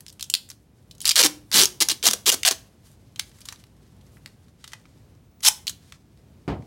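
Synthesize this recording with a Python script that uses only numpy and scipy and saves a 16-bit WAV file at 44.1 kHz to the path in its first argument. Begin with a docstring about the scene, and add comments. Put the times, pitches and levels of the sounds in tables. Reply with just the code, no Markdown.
"""In a small cluttered workshop, cloth tape is peeled off its roll close by, over a low hum of air.
The glue lets go in single snaps, each an impulse of noise that rings a crease, and in rips of fast stick-slip
that drum the taut strip. A bucket's air sings on after three pulls, hands rustle the loose end as flickering
noise, and near the end something dull drops and bounces on the bench, exciting its decaying modes.
Near surfaces and a reverberant tail answer the tape."""
import sys
import numpy as np
from scipy import signal
from scipy.fft import rfft, irfft, next_fast_len
from scipy.io import wavfile
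from scipy.ndimage import map_coordinates

SR = 44100
rng = np.random.default_rng(int(sys.argv[2]) if len(sys.argv) > 2 else 0)


def waveform_to_disk(signal):
    """Save audio, clipped to [-1, 1], as 16-bit WAV at the path in sys.argv[1]."""
    frames = np.transpose(np.atleast_2d(signal))
    scaled = np.clip(frames, -1, 1) * 32767
    samples = np.round(scaled).astype(np.int16)
    wavfile.write(sys.argv[1], SR, samples)


N = 293706  # length in samples


def amp(db):
    """Decibel law: 20 dB is a factor of ten in amplitude."""
    return 10 ** (np.asarray(db) / 20)


def unit(x):
    """Normalisation to an RMS of 1."""
    return x / np.sqrt(np.mean(x ** 2) + 1e-20)


def along(points, hz):
    """Interpolation of (Hz, value) points on a logarithmic frequency axis."""
    f, v = np.transpose(points)
    return np.interp(np.log(hz + 1), np.log(f + 1), v)


def coloured(x, spectrum):
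    """Minimum-phase filtering: the folded cepstrum gives a causal kernel that keeps the level of white noise."""
    size = 4096
    cepstrum = irfft(np.log(amp(along(spectrum, np.fft.rfftfreq(size, 1 / SR)))))
    cepstrum[1:size // 2] *= 2
    cepstrum[size // 2 + 1:] = 0
    kernel = irfft(np.exp(rfft(cepstrum)))
    return signal.fftconvolve(x, kernel / np.linalg.norm(kernel))[:len(x)]


def fading(decays, count):
    """Frequency-dependent damping: noise of energy 1 in which each frequency dies at its own speed."""
    hz, t, bins = signal.stft(rng.standard_normal(count), SR, nperseg=256)
    damping = amp(-60 * t / along(decays, hz)[:, None])
    tail = signal.istft(bins * damping, SR, nperseg=256)[1][:count]
    return tail / np.linalg.norm(tail)


def wobble(rate):
    """Slow random modulation: a smooth curve through `rate` random knots a second."""
    knots = rng.standard_normal(int(N * rate / SR) + 4)
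    return map_coordinates(knots, [np.arange(N) * rate / SR])


def resonate(force, start_hz, end_hz, t60):
    """Resonance: a steep-skirted mode glides while the force lasts, then rings out; noise keeps its level."""
    t = np.arange(3000) / SR
    decay = t * amp(-90 * t / t60)  # the factor t offsets part of the fall: about 60 dB below the peak at t60
    hz = np.linspace(start_hz, end_hz, len(force))
    hz = np.pad(hz, (0, len(decay) - 1), mode="edge")
    turn = np.exp(2j * np.pi * np.cumsum(hz) / SR)
    # shift the gliding mode down to 0 Hz, smooth, and shift it back
    slow = signal.fftconvolve(force / turn[:len(force)], decay / np.linalg.norm(decay))
    return np.sqrt(2) * np.real(slow * turn)


# Spectrum of the air and building rumble. Each row: frequency in Hz, relative level in dB per Hz.
HUM_SPECTRUM = [(20, -42.5), (50, -8), (110, -6), (240, -15), (400, -22.5), (700, -28.5), (1300, -36.5),
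                (4000, -42), (10000, -47), (16000, -50.5)]
HUM_DB = -53


def hum():
    """Broadband flow noise: steady air and building rumble, slightly uneven in level."""
    return amp(HUM_DB + 1.3 * wobble(3)) * coloured(rng.standard_normal(N), HUM_SPECTRUM)


# Reflections from near surfaces. Each row: delay in seconds, level in dB.
NEAR_ECHOES = [(.0025, -20), (.0045, -19.5)]
# Reverberation of the room. Each row: frequency in Hz, time to fall 60 dB in seconds.
ROOM_DECAY = [(200, 0.61), (1000, 0.38), (4000, 0.28), (9000, .28), (15000, 0.31)]


def room(x):
    """Early reflection and reverberation: near surfaces, then a diffuse tail drawn anew every fifth of a second."""
    out = np.pad(x, (0, SR))
    for delay, db in NEAR_ECHOES:
        out[round(delay * SR):][:N] += amp(db) * x
    step = SR // 5
    for start in range(0, N, step):
        tail = amp(-16.5) * fading(ROOM_DECAY, count=SR // 2)
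        # a denser, short-lived beginning
        tail[:2000] += amp(-13.5) * fading([(200, 0.27), (3000, 0.11), (15000, 0.085)], count=2000)
        wet = signal.fftconvolve(x[start:start + step], tail)
        out[start + 200:][:len(wet)] += wet
    return out[:N]


# The drop and its bounces. Each row: start in seconds, level in dB, rise time in seconds (to 98 percent),
# noise part in dB.
DROPS = [(6.4784, -29.5, 0.00094, 1), (6.495, -27, 0.0073, -7.5), (6.513, -33, .01, -3.5)]
# Spectrum of the impact noise. Each row: frequency in Hz, relative level in dB per Hz.
DROP_SPECTRUM = [(30, -36.5), (60, -11.5), (130, -5), (300, -7), (600, -14), (1300, -21.5), (2200, -26.5),
                 (5000, -38), (15000, -59)]
# Damping of the impact noise. Each row: frequency in Hz, time to fall 60 dB in seconds.
DROP_DECAY = [(80, 0.81), (250, 0.27), (800, 0.37), (1500, 0.2), (3000, 0.22), (10000, .1)]
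# Modes of the bench. Each row: frequency in Hz, mean level in dB, time to fall 60 dB in seconds.
BENCH_MODES = [(62, -6, 0.21), (125.7, -8.5, 0.54), (155.7, 1, 0.36), (280.5, -1.5, 0.3),
               (438, -19.5, 0.248)]


def thud():
    """Modal excitation by impact: a soft drop gives dull noise dying by range and sets the bench modes booming."""
    out, t = np.zeros(N + SR), np.arange(SR // 2) / SR
    for s, db, rise, noise_db in DROPS:
        noise = coloured(fading(DROP_DECAY, count=SR // 2), DROP_SPECTRUM)
        noise = amp(noise_db) * noise / np.std(noise[:2000])
        boom = np.zeros(len(t))
        for hz, mode_db, t60 in BENCH_MODES:
            # each impact strikes the modes in slightly different proportion
            envelope = amp(mode_db + rng.normal(0, 2.2) - 60 * t / t60)
            boom += envelope * np.sin(2 * np.pi * hz * t)
        onset = 1 - np.exp(-t / rise * 4)
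        out[round(s * SR):][:len(t)] += amp(db) * onset * (noise + boom)
    return out[:N]


# Hollow rings of the bucket. Each row: start in seconds, frequency in Hz, level in dB,
# time to fall 60 dB in seconds.
BUCKET_RINGS = [(1.268, 299, -35, .45), (1.656, 363, -39.5, .3), (2.085, 204, -39.5, .2)]


def bucket():
    """Cavity resonance: the air in the bucket below sings on briefly after the hardest pulls."""
    out, t = np.zeros(N + SR), np.arange(SR // 2) / SR
    for s, hz, db, t60 in BUCKET_RINGS:
        onset = 1 - np.exp(-t / 0.0028)
        out[round(s * SR):][:len(t)] += amp(db - 60 * t / t60) * np.sin(2 * np.pi * hz * t) * onset
    return out[:N]


# Hands on the tape, joined by straight lines. Each row: time in seconds, level in dB, brightness in dB.
HANDLING = [(0, -70, 1.5), (.47, -70.5, 2.5), (.52, -62.5, 4), (.57, -80, 5), (.73, -86, 6),
            (.79, -63.5, -6), (.85, -81.5, 4), (.93, -77.5, 8.5), (2.8, -70.5, -3.5), (2.86, -56.5, -2),
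            (2.93, -61, 2), (2.97, -70, -5), (3.15, -71.5, -4.5), (3.22, -53.5, -0.5), (3.3, -66.5, -2.5),
            (3.52, -53, -6), (3.68, -71.5, -4), (3.95, -71.5, -5.5), (4.1, -73, 0), (4.16, -68, 3),
            (4.22, -70.5, 0), (4.3, -65.5, -4), (4.36, -74, -3), (4.46, -70, -4), (4.49, -60.5, -6.5),
            (4.52, -76, -2.5), (4.6, -66, -9), (4.7, -58.5, -7), (4.73, -57, -8.5), (4.82, -68, -8.5),
            (5.3, -80, -4), (5.9, -62.5, -5), (5.94, -58, -11), (6.0, -74, -6), (6.45, -76, -6),
            (6.66, -67, -8)]
RUSTLE_DULL_DB = -8.5


def rustle():
    """Friction noise: faint rubbing and creasing by the hands, with tiny random ticks."""
    s, *columns = np.transpose(HANDLING)
    level_db, bright_db = (np.interp(np.arange(N) / SR, s, column) for column in columns)
    hits = (rng.random(N) < 30 / SR) * rng.exponential(1.6, N)  # about 30 a second
    ticks = signal.lfilter([1], [1, -.97], hits)
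    grain = (1 + ticks) * amp(2.7 * wobble(40) + 1.5 * wobble(12))
    parts_db = np.array([RUSTLE_DULL_DB - 0.32 * bright_db, 0 * bright_db, bright_db])
    return amp(level_db + parts_db) * unit(grain) * rng.standard_normal((3, N))


# Rips; the resonances glide as the free length changes. Each row: start and end in seconds,
# level in dB at start, middle and end, nominal slips per second, dull part in dB,
# crease frequency in Hz at start and end, strip frequency in Hz at start and end, strip level in dB.
STICK_SLIP_RIPS = [(1.003, 1.051, -45, -44.5, -48, 201.5, -22, 5540, 5550, 400, 400, -34),
                   (1.1561, 1.22, -20.5, -16.5, -13, 451, -9.5, 4330, 4860, 750, 420, -17),
                   (1.228, 1.265, -25, -16.5, -17.5, 397, -9, 6325, 5330, 427, 280, -9),
                   (1.529, 1.585, -24.5, -14.5, -16, 360, -10.5, 4828, 3700, 200, 229.4, -16),
                   (1.584, 1.65, -14.5, -15.5, -21, 378.7, -12.5, 3521, 7170, 230, 420.5, -14.5),
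                   (1.806, 1.833, -19.5, -12.5, -19, 413, -13.5, 5486, 4720, 330, 379.2, -18),
                   (1.895, 1.922, -20, -28, -21.5, 299.6, -13.5, 3670, 3950, 357, 300, -17),
                   (2.033, 2.068, -24.5, -21.5, -14.5, 396.4, -12.5, 3210, 5650, 345, 755, -14),
                   (2.071, 2.089, -16, -16, -21, 289, -7.5, 5890, 8060, 240, 221, -16),
                   (2.107, 2.139, -27, -38, -24, 199, -13, 5700, 5900, 597, 500, -10.5),
                   (2.258, 2.302, -21.5, -14, -12.5, 403.6, -13, 4794, 2650, 450, 380, -19.5),
                   (2.317, 2.346, -21, -23.5, -24, 248.2, -11.5, 6340, 5700, 750, 300, -13),
                   (2.45, 2.489, -20.5, -18.5, -13, 408, -10.5, 3253, 5680, 800, 700, -15),
                   (2.506, 2.527, -26.5, -27.5, -29.5, 200.9, -4.5, 3320, 5000, 440, 329.8, -11),
                   (5.429, 5.487, -32, -16.5, -8.5, 450, -14, 5883, 5170, 1000, 900, -22)]
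SMOOTH_SLIPS_PER_S = 750  # the nearer a rip comes to this rate, the more its slips merge into even tearing
RIP_BRIGHT_DB, CREASE_DB, UPPER_MODE_DB, STRIP_T60_S = -4.5, -9, -5.5, .013
STRIP_GROWS_DB = 3  # the strip drums louder towards the end of each rip


def rips():
    """Stick-slip friction: uneven slips over a dense tearing drive the crease at the roll and the taut strip."""
    force, ring = np.zeros((3, N)), np.zeros(N)
    for (s, end, db0, db1, db2, rate, dull_db, crease_hz0, crease_hz1,
         strip_hz0, strip_hz1, strip_db) in STICK_SLIP_RIPS:
        start, t = round(s * SR), np.arange(round((end - s) * SR)) / SR
        gap, size = rng.standard_normal((80, 2)).T
        times = np.cumsum(np.exp(.3 * gap)) / rate
        age = t - times[:, None]
        slip_fall = amp(-10 * np.abs(age) / 0.0012)  # 10 dB in 1.2 ms
        slips = np.sum(amp(4 * size)[:, None] * (age >= 0) * slip_fall, axis=0)
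        share = np.clip(1 - rate / SMOOTH_SLIPS_PER_S, 0, 1)  # part of the tearing that is separate slips
        pull = amp(np.interp(t, [0, t[-1] / 2, t[-1]], [db0, db1, db2]))
        shape = pull * unit(1 - share + share * unit(slips))
        noise = shape * rng.standard_normal((6, len(t)))
        # every slip begins with one jerk of either sign, common to all ranges and resonances
        inside = times < t[-1]
        jerk_sizes = (np.sign(gap) * amp(3 * size))[inside]
        jerks = np.bincount((times[inside] * SR).astype(int), jerk_sizes, len(t))
        noise += 4.1 * share * pull * jerks
        force[:, start:start + len(t)] += amp([[dull_db], [0], [RIP_BRIGHT_DB]]) * noise[:3]
        crease = amp(CREASE_DB) * resonate(noise[3], crease_hz0, crease_hz1, t60=0.0069)
        strip = resonate(amp(STRIP_GROWS_DB * t / t[-1]) * noise[4], strip_hz0, strip_hz1, STRIP_T60_S)
        upper = amp(UPPER_MODE_DB) * resonate(noise[5], 2.4 * strip_hz0, 2.4 * strip_hz1, t60=0.0068)
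        ring[start:start + len(strip)] += crease + amp(strip_db) * (strip + upper)
    return force, signal.sosfilt(signal.butter(2, 150, "high", fs=SR, output="sos"), ring)


# Single releases of the glue. Each row: start in seconds, level in dB, dull part in dB,
# time to fall 10 dB in milliseconds (at least 0.2 is used), crease ring in Hz.
GLUE_SNAPS = [(0.0066, -42, -8.5, 3, 11020), (0.0649, -34, -15.5, 2, 3445), (0.0818, -41, -14, 8.5, 5176),
              (0.0965, -42, -25, 2, 5250), (0.1011, -41, -16.5, 2, 5200), (0.126, -49, -17.5, 6.5, 9020),
              (0.1955, -35, -13, 6, 3473), (0.209, -25.5, -23, 3, 4200), (0.2266, -20.5, -20.5, 3, 4858),
              (0.2401, -37.5, -20.5, 7, 5820), (0.2999, -19.5, -28.5, 3.5, 7505),
              (0.3392, -7, -23, 3, 4248), (0.3506, -14, -31, 2, 4395), (0.489, -44.5, -11.5, 6, 7645),
              (0.5013, -36.5, -10.5, 9, 5900), (0.5155, -39, -7.5, 1, 4733),
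              (0.9113, -38.5, -18, 4.5, 3850), (0.9501, -51, -22, 5, 7150), (0.9817, -48, -23, 3, 6060),
              (1.0047, -30, -24, 2.5, 6600), (1.0156, -33, -19.5, 6, 9790), (1.0386, -39.5, -30, 0.4, 9540),
              (1.0458, -37, 3, 1.5, 1480), (1.0508, -40, -8, 3.5, 9490), (1.0543, -12.5, -18, 5.5, 4740),
              (1.065, -18.5, -15, 3.5, 3650), (1.0707, -14.5, -18, 3, 6100),
              (1.0778, -12.5, -18.5, 3, 6840), (1.0826, -17, -14, 3.5, 4830),
              (1.0864, -20.5, -9.5, 1.1, 5360), (1.092, -11.5, -20, 7.5, 4720),
              (1.098, -15.5, -17.5, 0, 4950), (1.109, -15, -16, 7.5, 3278), (1.1147, -14.5, -21, 4, 4686),
              (1.1576, -9, -15, 1.5, 6150), (1.1634, -11, -14, 3.5, 3794), (1.1697, -15, -7.5, -0.2, 1440),
              (1.1804, -13.5, -6.5, 0.2, 4425), (1.1909, -11, -15, 1.75, 4380),
              (1.1943, -8, -18.5, 0.8, 4394), (1.2282, -8.5, -14.5, 2.5, 3400),
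              (1.2361, -8.5, -9.5, 4, 3340), (1.2504, -10.5, -14, 0.3, 6574), (1.2612, -11, -18, 2.6, 5130),
              (1.268, -13.5, -10, 1.8, 5292), (1.5155, -25.5, -4.5, 4, 5000),
              (1.5245, -24.5, -12, 3.5, 3700), (1.5288, -22, -9.5, 3, 5075), (1.5421, -15, -19, 5, 4894),
              (1.5591, -11.5, -14.5, 4.5, 4182), (1.5738, -6.5, -12.5, 0.4, 4633),
              (1.582, -13, -10, .5, 4245), (1.59, -11, -13, 2, 3780), (1.5998, -8, -16.5, 1, 4740),
              (1.6066, -11, -16, 1.4, 3648), (1.6106, -10, -17.5, -0.1, 3757),
              (1.6153, -11, -17.5, 0.9, 5917), (1.6232, -12, -18, 2, 3513), (1.635, -9.5, -20, 2, 5240),
              (1.6556, -10, -16.5, 2.5, 5520), (1.8039, -16, -19, 4.5, 4900), (1.8866, -13, -13, 3.5, 5633),
              (1.901, -16, -13, 3, 3815), (1.9059, -18.5, -16.5, 4, 4367), (1.913, -20, -12, 5, 4460),
              (1.9263, -28, -17.5, 4.5, 3880), (2.0279, -23, -19.5, 5.5, 3214),
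              (2.0553, -12, -20.5, 5, 4540), (2.0691, -9, -18, 3, 5897), (2.0774, -7, -12.5, 2, 6116),
              (2.1053, -17.5, -20, 1.47, 5720), (2.1105, -14, -14, 3.5, 5570),
              (2.1337, -14, -12.5, 4, 5905), (2.2634, -17.5, -22, 2, 3406), (2.3012, -11.5, -18, 0.7, 3163),
              (2.3185, -15, -14, 1.8, 6434), (2.3246, -13.5, -21, 1.5, 6075),
              (2.3309, -18.5, -19.5, 0.58, 6140), (2.3466, -18, -13, 0.7, 8490),
              (2.4325, -15.5, -19.5, 3, 2896), (2.45, -13, -9.5, 5.5, 3055),
              (2.4699, -13.5, -6.5, 3.5, 4818), (2.4784, -10, -16.5, 3, 4470),
              (2.4877, -8, -21.5, 0.1, 4847), (2.5115, -17, -13.5, 3.5, 6120),
              (2.5221, -23.5, -17, 2, 7800), (3.16, -38.5, -11, 4, 3314), (3.1931, -39.5, 7, 1.5, 3287),
              (3.1962, -13.5, -15.5, 2.5, 3470), (3.195, -17, -14, 1, 1806), (3.3152, -51, -4, 5, 1550),
              (3.3861, -53.5, -1, 7, 7560), (3.4057, -50, -5, 11, 8710), (3.4154, -43.5, -8, 6, 5070),
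              (3.4547, -38.5, -9, 7, 7004), (3.4872, -29, -7.5, 4.5, 3820), (3.5248, -36.5, 2, 4.5, 6000),
              (3.5597, -45, -12, 1.5, 4004), (3.5975, -56, -10, 3.5, 4230), (3.6394, -45, -2.5, 2, 4140),
              (4.0107, -58.5, -3, 8.5, 3460), (4.0657, -62, -0.5, 7.5, 6000), (4.169, -66, 14, 7.5, 1598),
              (4.26, -33, -4, 2.5, 4000), (4.6413, -36.5, -6, 7.5, 3126), (4.6774, -37.5, -11, 4.5, 4990),
              (4.7194, -46.5, -3, 10.5, 4140), (4.7333, -31.5, -0.5, 4.5, 2970), (4.855, -54.5, 9, 2, 1287),
              (5.406, -45.5, -3.5, 4.5, 6040), (5.4235, -50.5, -5, 6.5, 10680), (5.4284, -40, -10, 3, 4230),
              (5.4485, -17.5, -16.5, 2.5, 4720), (5.4514, -15, -4.5, 2, 5900), (5.4623, -13, -15, 4, 5360),
              (5.4843, -5.5, -15.5, 1.45, 6000), (5.6695, -22, -20, 3, 4167),
              (5.6741, -27, -29, 1.74, 4146), (5.679, -20.5, -22, 6, 4270), (5.6949, -26, -11, 6.5, 6485),
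              (5.9228, -37, -1, 3.5, 2625), (6.6231, -56.5, 6, 4.5, 1370)]
SNAP_BRIGHT_DB, BRIGHT_DB_PER_OCTAVE = -4, 7.5  # bright part for a 5 kHz crease; a higher crease is brighter
CREASE_LOWEST_HZ = 1130  # the small crease radiates little below this


def snaps():
    """Impulsive release: a crack, then threads of glue parting, forces three ranges of motion; the crease rings."""
    force, ring, t = np.zeros((3, N + SR)), np.zeros(N + SR), np.arange(1500) / SR
    for s, db, dull_db, fall_ms, crease_hz in GLUE_SNAPS:
        start = round(s * SR)
        bright_db = SNAP_BRIGHT_DB + BRIGHT_DB_PER_OCTAVE * np.log2(crease_hz / 5000)
        parting = amp(-10 * (t / (max(fall_ms, .2) / 1000)) ** 1.3)
        burst = 0.84 * parting * rng.standard_normal((4, len(t)))
        burst[:, 3] += 3.8 * rng.choice([-1, 1])  # the crack is one sudden jerk, felt by every range at once
        parts_db = np.array([[dull_db], [0], [bright_db]])
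        force[:, start:][:, :len(t)] += amp(db + parts_db) * burst[:3]
        crease = resonate(burst[3], crease_hz, crease_hz, t60=.0018)
        ring[start:][:len(crease)] += amp(db + max(0, bright_db, dull_db) - 1) * crease
    highpass = signal.butter(3, CREASE_LOWEST_HZ, "high", fs=SR, output="sos")
    return force[:, :N], signal.sosfilt(highpass, ring[:N])


# Three broad ranges of tape motion: dull, middle and bright. Each row: frequency in Hz, relative level in dB.
DULL_RANGE = [(200, -44.5), (500, -27), (1000, -8), (1400, -8), (1800, -6.5), (2400, -8), (4000, -27),
              (8000, -60.5)]
MIDDLE_RANGE = [(800, -45), (2000, -21), (3000, -2), (4500, -1), (6200, -2), (8500, -6.5), (16000, -39)]
BRIGHT_RANGE = [(3000, -51), (5500, -20), (7500, -2), (10500, 0.5), (13000, -4.5), (16000, -8.5),
                (20000, -12.5)]


def tape():
    """Source-filter principle: all forces on the tape sound through its three broad ranges of motion."""
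    (snapped, crease), (torn, ring) = snaps(), rips()
    force = snapped + torn + rustle()
    ranges = (DULL_RANGE, MIDDLE_RANGE, BRIGHT_RANGE)
    return crease + ring + sum(coloured(f, colour) for f, colour in zip(force, ranges))


def scene():
    """Superposition: the tape in its room, with the bucket, the drop and the hum added, as one channel."""
    return (room(amp(-2.0) * tape()) + bucket() + thud() + hum())[None]


TOP_HZ = 15900


def record(dry):
    """Saturation and band limiting: rounds off the highest peaks, cuts the deepest bass and all above TOP_HZ."""
    x = dry / (1 + np.abs(dry / 0.98) ** 8) ** (1 / 8)
    x = signal.sosfilt(signal.butter(3, 45, "high", fs=SR, output="sos"), x)
    size = next_fast_len(N + 4096)
    passband = np.fft.rfftfreq(size, 1 / SR) < TOP_HZ
    return irfft(rfft(x, size) * passband, size)[:, :N]


dry = scene()
out = record(dry)
waveform_to_disk(out)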